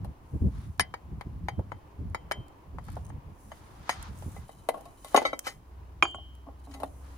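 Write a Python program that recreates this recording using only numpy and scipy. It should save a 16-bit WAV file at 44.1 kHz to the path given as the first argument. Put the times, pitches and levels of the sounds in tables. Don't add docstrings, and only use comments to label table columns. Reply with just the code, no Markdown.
import sys
import numpy as np
from scipy import signal
from scipy.fft import rfft, irfft, next_fast_len
from scipy.io import wavfile
from scipy.ndimage import uniform_filter1d, map_coordinates

SR = 44100
rng = np.random.default_rng(int(sys.argv[2]) if len(sys.argv) > 2 else 0)


def inscribe(sig):
    pcm = np.round(np.clip(np.atleast_2d(sig).T, -1, 1) * 32767)
    wavfile.write(sys.argv[1], SR, pcm.astype(np.int16))


N = 316197
HIT_TIME = np.arange(SR * 3 // 4) / SR

# freq_hz, level_db
AIR_EQ = [(80, -6), (150, -31), (220, -12.5), (295, -6), (400, -10), (500, -13.5), (700, -13.5),
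          (1020, -9.5), (1400, -24), (3000, -30), (6000, -90)]
DEEP_RUMBLE_EQ = [(18, -17), (35, 2), (55, 8), (90, -13), (160, -38.5)]
LEAVES_EQ = [(350, -18.5), (750, 1.5), (1200, 4.5), (1900, -2.5), (2700, -8.5), (3500, -7), (4800, -9.5),
             (6500, -13.5), (8000, -20), (10400, -45.5), (16000, -91)]
HISS_EQ = [(3240, -29), (5500, -7.5), (6120, -3.5), (7320, -4), (10500, -1), (11700, -14), (15000, -8),
           (16000, -26.5)]
SWIRL_EQ = [(15, -54.5), (25, -34), (48, 0.5), (75, 4), (150, -5), (190, -8), (290, -20.5), (400, -30),
            (550, -50.5), (900, -100)]
MIC_CASE_EQ = [(60, -36.5), (170, 1.5), (280, 5), (420, -6), (700, -21), (1100, -43), (2500, -57)]
FLUTTER_EQ = [(60, -21.5), (200, 7), (400, -5.5), (900, -32.5), (2500, -57.5)]
HUM_NOISE_EQ = [(25, -15), (62, -12), (85, 5), (120, -17.5), (200, -21), (400, -84.5)]
# freq_hz, level_db
TAP_EQ = [(60, -37), (400, -10), (820, 1.5), (1150, -5.5), (1500, -6.5), (2100, -3.5), (2700, -17),
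          (4000, -15.5), (7000, -25.5), (10500, -18), (15000, -42)]
KNOCK_EQ = [(60, -55), (230, -11), (400, -4.5), (620, 4), (850, 3), (1300, -16), (1700, -17.5),
            (2200, -25.5), (2700, -21.5), (4000, -27), (7000, -36.5), (10500, -21.5), (15000, -44.5)]
CLINK_EQ = [(60, -30), (200, -7), (350, -0.5), (480, -42), (750, 0), (1080, 3.5), (1450, -1), (1850, -17),
            (2200, -2.5), (2650, -3.5), (3200, -9), (3800, -23), (6800, -34), (10000, -46.5),
            (15000, -58.5)]
TICK_EQ = [(200, -17.5), (1500, -8), (4000, -11.5), (7000, -5), (10000, -0.5), (12500, -13.5), (16000, -9)]
RASP_EQ = [(200, -27), (800, 0.5), (2100, -2.5), (2700, 0), (4500, -4), (7500, -10), (11000, -28.5),
           (12500, -15), (16000, -31.5)]
SLIDE_RING_EQ = [(1500, -48), (3500, -1), (5500, -12), (8000, -13), (11000, 11.5)]
SCRAPE_RING_EQ = [(1500, -8.5), (6000, -1), (11000, 14)]
RUB_EQ = [(280, 7), (450, -10.5), (900, -12.5)]

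STEREO_WIDTH = [(100, -12), (400, -7), (1000, 0.5), (2500, -1), (5000, -1.5), (9000, 4), (12000, -13)]  # freq_hz, side_over_mid_db
LEFT_LEAD = [(300, 0.00008), (1000, 0.000035), (3000, 0.00017), (8000, 0.0001534)]
YARD_DECAY = [(200, 0.73), (1000, 0.16), (4000, 0.11), (12000, 0.033)]
TUB_MODES = [(283, -15.5, 0.21), (412.6, -13, 0.13), (449, -9, 0.098), (609, -6.5, .1), (698, -4, .07),
             (802, -5.5, 0.11), (1094, 1.5, 0.054), (1392, -15, 0.059)]
BLADE_MODES = [(1316, 6, 11.5, -26.5, 0.05), (1862, 4.5, -28, -25, 0.078), (2034, -2.5, 5.5, -19, 0.14),
               (2255, 0, -2.5, -8.5, 0.1), (3038, 5.5, 3, -13.5, 0.039), (3128, -14.5, -25, -26, 0.47),
               (3004, -42, -42, 1.5, .62), (3160, -42, -40, 2, .52), (3827, -11, -2.5, -8.5, 0.079),
               (4085, -4, -15, -39, 0.043), (4640, -27, -20, -6.5, .18), (4750, -4.5, -14, -24, 0.067),
               (5360, -20, -20.5, -6.5, 0.11), (5345, -2.5, -38, -37.5, 0.023),
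               (6050, -33.5, -15.5, -27, 0.11), (6500, -1.5, -12, 4, 0.051), (6860, -19.5, -41, 1.5, 0.15),
               (8030, -27, -26, -22.5, .06), (8170, -11.5, -38, 3, 0.036), (8770, -16, -19.5, -21, 0.06),
               (9600, -13.5, -26, -14.5, 0.039), (10400, -24, -26, -20.5, .055),
               (10760, -13, -29, -23, 0.02)]
HUM_PITCH = [(6.62, 63.82), (6.82, 66.8)]

# start_s, length_s, level_db
LEAF_BRUSHES = [(.55, .1, -60.5), (2.87, .11, -59.5), (3.53, .3, -61.5), (3.88, 0.19, -49.5),
                (4.12, 0.32, -61.5), (5.16, 0.13, -49), (6.72, 0.12, -68.5), (7.05, .12, -62)]
HIGH_RUSTLES = [(.3, 0.44, -74), (2.86, 0.23, -72.5), (3.41, .18, -66.5), (3.65, 1.9, -71),
                (4.19, 0.19, -62), (5.05, 0.09, -60), (5.44, 0.089, -63.5), (6.72, 0.67, -68.5)]
GUSTS = [(0, .11, -37.5), (.33, 0.38, -40), (.74, 0.24, -49), (1.06, 0.16, -41), (1.3, 0.24, -40),
         (1.63, 0.14, -43), (1.78, 0.26, -58.5), (2.04, .12, -40), (2.2, 0.24, -50), (2.69, 0.497, -42.5),
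         (3.26, 0.079, -45.5), (3.55, .4, -55), (3.97, 0.49, -45)]
JOLTS = [(.08, 0.021, -41), (.34, 0.022, -25.5), (.42, 0.061, -22.5), (.795, 0.024, -35),
         (1.12, 0.015, -35), (1.265, 0.011, -35.5), (1.585, 0.019, -26.5), (1.993, 0.034, -33.5),
         (2.385, 0.022, -37), (2.745, 0.013, -34.5), (3.125, .04, -41.5), (3.455, 0.039, -47),
         (4.1, 0.023, -40), (4.265, 0.018, -32), (5.12, 0.044, -62)]
HAND_RUBS = [(6.48, 0.023, -53.5), (6.68, 0.19, -53.5), (7.0, 0.19, -66.5)]
TUB_BOOMS = [(4.75, 0.034, -48), (5.152, .04, -39.5)]
BLADE_SLIDES = [(4.45, 0.54, -71), (5.03, 0.1, -64.5), (6.59, 0.29, -71)]

# start_s, end_s, level_db
CHIP_SHIFTS = [(0.532, 0.674, -56), (2.841, 2.943, -45), (3.033, 3.105, -48.5), (4.145, 4.386, -51.5),
               (6.03, 6.075, -36), (6.063, 6.162, -51), (6.682, 6.803, -61)]
# time_s, level_db, pan_db (left over right)
TWIG_TICKS = [(.777, -56.5, -0.5), (2.098, -59, 0), (2.4823, -51.5, -6), (2.928, -60, 0), (2.955, -50, 4),
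              (4.0261, -34, -2), (4.809, -48, -1), (5.084, -45, 1), (5.3913, -24, -1.5), (6.351, -55, 4)]
# time_s, level_db, treble_db, pan_db, decay_ratio
TUB_BUMPS = [(1.5919, -27, -13, 0.5, .3), (2.356, -39, -9, -2, .5), (2.967, -26.5, -11, -4, .25),
             (4.742, -27, -7, 5, 1.7), (4.773, -38.5, -5, 1, 1.9), (6.145, -34.5, -29, -0.5, 1.3),
             (6.183, -40.5, -30, 4, 1.3), (6.467, -42.5, -26, 4, 1.5), (6.486, -36.5, -30, -2, 1.2),
             (6.671, -43.5, -25, -3, 1.3), (6.821, -32.5, -18, -2, .5), (6.833, -18.5, -5.5, 2, .56)]
# peak_time_s, rise_s, fall_s, level_db, ring_db
BLADE_SCRAPES = [(.805, 0.0071, 0.0035, -25, 4), (2.320, 0.0047, 0.0018, -28.5, -1),
                 (3.9, .005, 0.021, -37, -1), (5.09, 0.093, 0.015, -56, -9),
                 (5.163, 0.0056, 0.015, -24.5, -1), (5.226, 0.0059, 0.007, -44, -12),
                 (5.257, 0.0055, 0.011, -34, -9), (5.474, 0.044, 0.018, -35.5, -5),
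                 (6.713, 0.0031, .006, -51.5, -4), (6.741, 0.016, 0.009, -49.5, 0.5)]
# time_s, level_db, treble_db, ring_db, decay_ratio
EDGE_KNOCKS = [(0.046, -34, 2, -36, .4), (4.223, -34.5, 4, -28, .4), (4.364, -36, -5, -7, .7),
               (4.492, -34.5, -2.5, -18, .8), (4.6877, -11, 1.5, -14.5, .55), (4.855, -39, 20, -20, 2.5),
               (5.046, -32, 18, -18.5, 1.7), (5.145, -2.5, -8, -21.5, 1.3), (5.174, -5.5, -9, -14, .65),
               (5.2173, -19, -11, -25, .4), (5.2506, -15.5, -23, 0, 1.05), (5.3302, -20.5, -11, -3.5, .7),
               (5.468, -23.5, 5.5, -5.5, 1.1), (6.746, -36.5, 6, -18, 2.4), (6.801, -32, 3.5, -23, 1.3)]
# time_s, level_db, treble_db, pan_db, ring_db, decay_ratio
TIP_CLINKS = [(6.0247, -3.5, 1.5, -1, -32.5, 1.12), (6.053, -21, -15, 0, -21.5, 0.47),
              (6.145, -32.5, -31, -2, -21, 0.46)]
# time_s, level_db, treble_db, ring_db, ping_db
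FLANK_TAPS = [(.7957, -9.5, -0.5, -22, 1.5), (.939, -24, -15.5, -15.5, -8), (1.21, -29.5, -8, -22, -2),
              (1.484, -18.5, -13.5, -17.5, -1), (1.718, -25.5, -19, -23.5, -1),
              (2.146, -20, -13.5, -14, -1), (2.3116, -16.5, -12, -18, 14), (2.784, -30, -17.5, -27.5, 11),
              (2.884, -35.5, -17.5, -18.5, -10), (3.101, -38, -35, -21, -2), (3.517, -31, -21, -17, -4),
              (3.8926, -13.5, -5.5, -9.5, -10)]


def amp(db):
    return 10 ** (np.asarray(db) / 20)


def unit(x):
    return x / np.sqrt(np.mean(x ** 2) + 1e-20)


def unit_hit(x):
    return unit(x) * np.sqrt(SR / 1000 / x.shape[-1])


def along(points, hz):
    freqs, values = np.transpose(points)
    return np.interp(np.log(hz + 1), np.log(freqs), values)


def automation(points):
    return np.interp(np.arange(N) / SR, *np.transpose(points))


def wobble(rate_hz):
    knots = rng.standard_normal(int(N * rate_hz / SR) + 4)
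    return map_coordinates(knots, [np.arange(N) * rate_hz / SR])


def swells(cues, rise_s, fall_s):
    t = np.arange(N) / SR
    power = np.zeros(N)
    for start, length, db in cues:
        fade = np.maximum(start - t, 0) / rise_s + np.maximum(t - start - length, 0) / fall_s
        power += amp(db) ** 2 * np.exp(-2 * np.minimum(fade, 20))
    return np.sqrt(power)


def ripple(hz, depth_db):
    knots = rng.standard_normal(SR // 400 + 4)
    return depth_db * map_coordinates(knots, [hz / 200]) * np.minimum(hz / 3000, 1)


def eq(x, *curves, ripple_db=0):
    size = 2 * next_fast_len(x.shape[-1] // 2 + 2048)
    hz = np.fft.rfftfreq(size, 1 / SR)
    gain_db = sum(along(curve, hz) for curve in curves)
    if ripple_db:
        gain_db += ripple(hz, ripple_db)
    cepstrum = irfft(np.log(amp(gain_db) + 1e-6))
    cepstrum[1:size // 2] *= 2
    cepstrum[size // 2 + 1:] = 0
    return irfft(rfft(x, size) * np.exp(rfft(cepstrum)), size)[..., :x.shape[-1]]


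def stereo_noise(size):
    mid, side = rfft(rng.standard_normal((2, size)))
    width = amp(along(STEREO_WIDTH, np.fft.rfftfreq(size, 1 / SR)))
    return irfft(np.array([mid + width * side, mid - width * side]) / np.hypot(1, width), size)


def noise_bed(colour):
    return unit(eq(stereo_noise(N), colour))


def add(track, time_s, x, pan_db):
    start = max(round(time_s * SR), 0)
    track[:, start:start + x.shape[-1]] += (x * amp([[pan_db / 2], [-pan_db / 2]]))[:, :N - start]


def excite(drive, response):
    return signal.fftconvolve(np.atleast_2d(drive), response, axes=1)[:, :drive.shape[-1]]


def disperse(x, bend_s, bearing):
    hz = np.fft.rfftfreq(x.shape[-1], 1 / SR)
    bend_cycles = 2 * bend_s * np.sqrt(1000 * hz)
    lead_cycles = bearing * along(LEFT_LEAD, hz) * hz * np.array([[-.5], [.5]])
    return irfft(rfft(x) * np.exp(-2j * np.pi * (bend_cycles + lead_cycles)), x.shape[-1])


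def impact(colour, treble_db, t60_s, body_db, bend_s=0.00031, bearing=1):
    push = np.zeros((2, len(HIT_TIME)))
    push[:, round(SR / 4000)] = 1
    envelope = amp(-60 * HIT_TIME / t60_s) * (1 - np.exp(-HIT_TIME / 0.00056))
    shudder = stereo_noise(len(HIT_TIME)) * envelope
    shelf = [(1300, 0.003), (4500, np.clip(treble_db, -28, 15))]
    snap = eq(unit_hit(push) + amp(body_db) * unit_hit(shudder), colour, shelf, ripple_db=4)
    return unit_hit(disperse(snap, bend_s, bearing))


def ring(modes, decay_ratio, attack_s, spread_rad, scatter_db):
    hz, db, t60 = np.transpose(modes)[:, :, None]
    strength, phase, skew = rng.standard_normal((3, len(modes), 1))
    fade = amp(db - db.max() + scatter_db * strength - 60 * HIT_TIME / (t60 * max(decay_ratio, .1)))
    angle = 2 * np.pi * (hz * HIT_TIME + phase)
    pair = [np.sum(fade * np.sin(angle + side * spread_rad * skew), axis=0) for side in (1, -1)]
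    return np.array(pair) * (1 - np.exp(-HIT_TIME / attack_s))


def tub_thud(treble_db, decay_ratio, walls_db):
    thud = impact(KNOCK_EQ, treble_db, t60_s=0.056, body_db=1, bend_s=0.000799)
    walls = ring(TUB_MODES, decay_ratio, attack_s=0.003, spread_rad=0.11, scatter_db=4.5)
    return thud + amp(walls_db) * walls


def blade_ring(spot, decay_ratio, ping_db=0):
    column = ("flank", "edge", "tip").index(spot)
    modes = [(hz, levels[column] + ping_db * (t60 > .3), t60) for hz, *levels, t60 in BLADE_MODES]
    return ring(modes, decay_ratio, attack_s=0.002, spread_rad=0.94, scatter_db=2)


def garden():
    shelter_db = automation([(3.7, 0), (4.7, -1.5)])
    air = amp(-57.5 + shelter_db + 2 * wobble(4.8)) * noise_bed(AIR_EQ)
    rumble = amp(-61) * noise_bed(DEEP_RUMBLE_EQ)
    brushing = np.hypot(amp(-70), swells(LEAF_BRUSHES, rise_s=0.038, fall_s=0.03))
    rustling = np.hypot(amp(-81), swells(HIGH_RUSTLES, rise_s=0.05, fall_s=0.032))
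    leaves = brushing * amp(wobble(120)) * noise_bed(LEAVES_EQ)
    hiss = rustling * amp(.8 * wobble(200)) * noise_bed(HISS_EQ)
    return air + rumble + leaves + hiss


def far_hum():
    fader = automation([(5.64, 0.057), (5.728, 1)])
    phase = 2 * np.pi * np.cumsum(automation(HUM_PITCH) + 0.43 * wobble(44)) / SR
    drone = np.sin(phase) + amp(-19.5) * np.sin(2 * phase) + amp(-10.5) * noise_bed(HUM_NOISE_EQ)
    return fader * amp(-46.5 + .9 * wobble(7.5)) * unit(drone)


def yard_reverb(x):
    hz, t, spectrum = signal.stft(rng.standard_normal((2, SR // 2)), SR, nperseg=256)
    tail = signal.istft(spectrum * amp(-60 * t / along(YARD_DECAY, hz)[:, None]), SR, nperseg=256)[1]
    tail = np.pad(tail / np.linalg.norm(tail[0]), ((0, 0), (round(.008 * SR), 0)))
    return excite(x, tail)


def mic_buffet():
    gusts = swells(GUSTS, rise_s=0.021, fall_s=0.0099)
    jolts = swells(JOLTS, rise_s=0.0071, fall_s=0.0087)
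    airflow = np.hypot(gusts, amp(-59)) * amp(3 * wobble(22))
    wind = np.hypot(airflow, jolts)
    swirl = noise_bed(SWIRL_EQ)
    swirl_power = uniform_filter1d(np.mean(swirl ** 2, axis=0), size=SR // 20)
    swirl /= np.sqrt(np.abs(swirl_power) + .05)
    flutter = amp(-0.5) * wind ** 0.97 * noise_bed(FLUTTER_EQ)
    rumble = wind * amp(0.86 * wobble(35)) * (swirl + flutter)
    case_thump = jolts * amp(-12) * noise_bed(MIC_CASE_EQ)
    return rumble + case_thump


def twig_ticks():
    out = np.zeros((2, N))
    for time_s, db, pan_db in TWIG_TICKS:
        add(out, time_s, amp(db) * impact(TICK_EQ, treble_db=0, t60_s=0.011, body_db=11), pan_db)
    return out


def chip_crackle():
    out = np.zeros((2, N))
    for start, end, db in CHIP_SHIFTS:
        cracks = np.zeros((2, len(HIT_TIME)))
        for when, size, side in rng.random((round(120 * (end - start)), 3)):
            spike = amp([db + 10 * (size ** 2 - 1)])
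            add(cracks, when * (end - start), spike, pan_db=8 * (side - .5))
        tick = impact(TICK_EQ, treble_db=0, t60_s=0.0032, body_db=12)
        add(out, start, signal.fftconvolve(cracks, tick, axes=1), pan_db=1)
    return out


def tub_boom():
    return swells(TUB_BOOMS, rise_s=0.016, fall_s=0.034) * amp(2.5 * wobble(210)) * noise_bed(KNOCK_EQ)


def hand_rubs():
    walls = ring(TUB_MODES, decay_ratio=0.69, attack_s=0.0013, spread_rad=.3, scatter_db=3)
    murmur = unit(excite(rng.standard_normal(N), eq(walls, RUB_EQ)))
    return swells(HAND_RUBS, rise_s=0.012, fall_s=0.027) * murmur


def tub_bumps():
    out = np.zeros((2, N))
    for time_s, db, treble_db, pan_db, decay_ratio in TUB_BUMPS:
        add(out, time_s, amp(db) * tub_thud(treble_db, decay_ratio, walls_db=-8.5), pan_db)
    return out


def blade_slides():
    grit = (rng.random(N) < 600 / SR) * rng.standard_normal(N) * amp(4 * wobble(40))
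    steel = eq(blade_ring("flank", decay_ratio=0.6, ping_db=-28), SLIDE_RING_EQ)
    shimmer = unit(excite(grit, steel))
    scratch = unit(eq(grit, HISS_EQ, ripple_db=-1))
    return swells(BLADE_SLIDES, rise_s=0.0068, fall_s=0.013) * (shimmer + amp(-3.5) * scratch)


def blade_scrapes():
    out = np.zeros((2, N))
    size = len(HIT_TIME)
    for peak_s, rise_s, fall_s, db, ring_db in BLADE_SCRAPES:
        attack = np.minimum(HIT_TIME / rise_s, 1) ** 2
        pressure = attack * np.exp(-np.maximum(HIT_TIME - rise_s, 0) / fall_s)
        slips = (rng.random(size) < 2500 / SR) * rng.standard_normal(size)
        friction = disperse(slips + 0.091 * stereo_noise(size), bend_s=0.000653, bearing=1)
        rasp = pressure * unit(eq(friction, RASP_EQ, ripple_db=2.5))
        steel = eq(blade_ring("flank", decay_ratio=0.57, ping_db=-13), SCRAPE_RING_EQ)
        song = unit(excite(slips * pressure, steel)) * np.sqrt(np.mean(pressure ** 2))
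        add(out, peak_s - rise_s, amp(db) * (rasp + amp(ring_db) * song), pan_db=3)
    return out


def edge_knocks():
    out = np.zeros((2, N))
    for time_s, db, treble_db, ring_db, decay_ratio in EDGE_KNOCKS:
        thud = tub_thud(treble_db, decay_ratio, walls_db=-12.5)
        steel = amp(ring_db) * blade_ring("edge", decay_ratio)
        add(out, time_s, amp(db) * (thud + steel), pan_db=2.5)
    return out


def tip_clinks():
    out = np.zeros((2, N))
    for time_s, db, treble_db, pan_db, ring_db, decay_ratio in TIP_CLINKS:
        clack = impact(CLINK_EQ, treble_db, t60_s=0.024, body_db=-0.5, bend_s=0.00047, bearing=0.38)
        walls = amp(-20) * ring(TUB_MODES, decay_ratio, attack_s=0.00091, spread_rad=0.38, scatter_db=1)
        steel = amp(ring_db) * blade_ring("tip", decay_ratio)
        add(out, time_s, amp(db) * (clack + walls + steel), pan_db)
    return out


def flank_taps():
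    out = np.zeros((2, N))
    for time_s, db, treble_db, ring_db, ping_db in FLANK_TAPS:
        clack = impact(TAP_EQ, treble_db, t60_s=0.038, body_db=0.5, bend_s=0.001067)
        steel = amp(ring_db) * blade_ring("flank", decay_ratio=.8, ping_db=ping_db)
        add(out, time_s, amp(db) * (clack + steel), pan_db=3.5)
    return out


def scene():
    hits = flank_taps() + edge_knocks() + tub_bumps() + tip_clinks() + twig_ticks()
    textures = blade_scrapes() + blade_slides() + chip_crackle() + tub_boom() + hand_rubs()
    foley = hits + textures
    return foley + amp(-21.5) * yard_reverb(foley) + mic_buffet() + garden() + far_hum()


def record(dry):
    ceiling_db, cutoff_hz = -1.5, 16000
    rounded = dry / (1 + np.abs(dry / amp(ceiling_db)) ** 8) ** (1 / 8)
    return signal.sosfilt(signal.ellip(10, .1, 90, cutoff_hz, fs=SR, output="sos"), rounded)


dry = scene()
out = record(dry)
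inscribe(out)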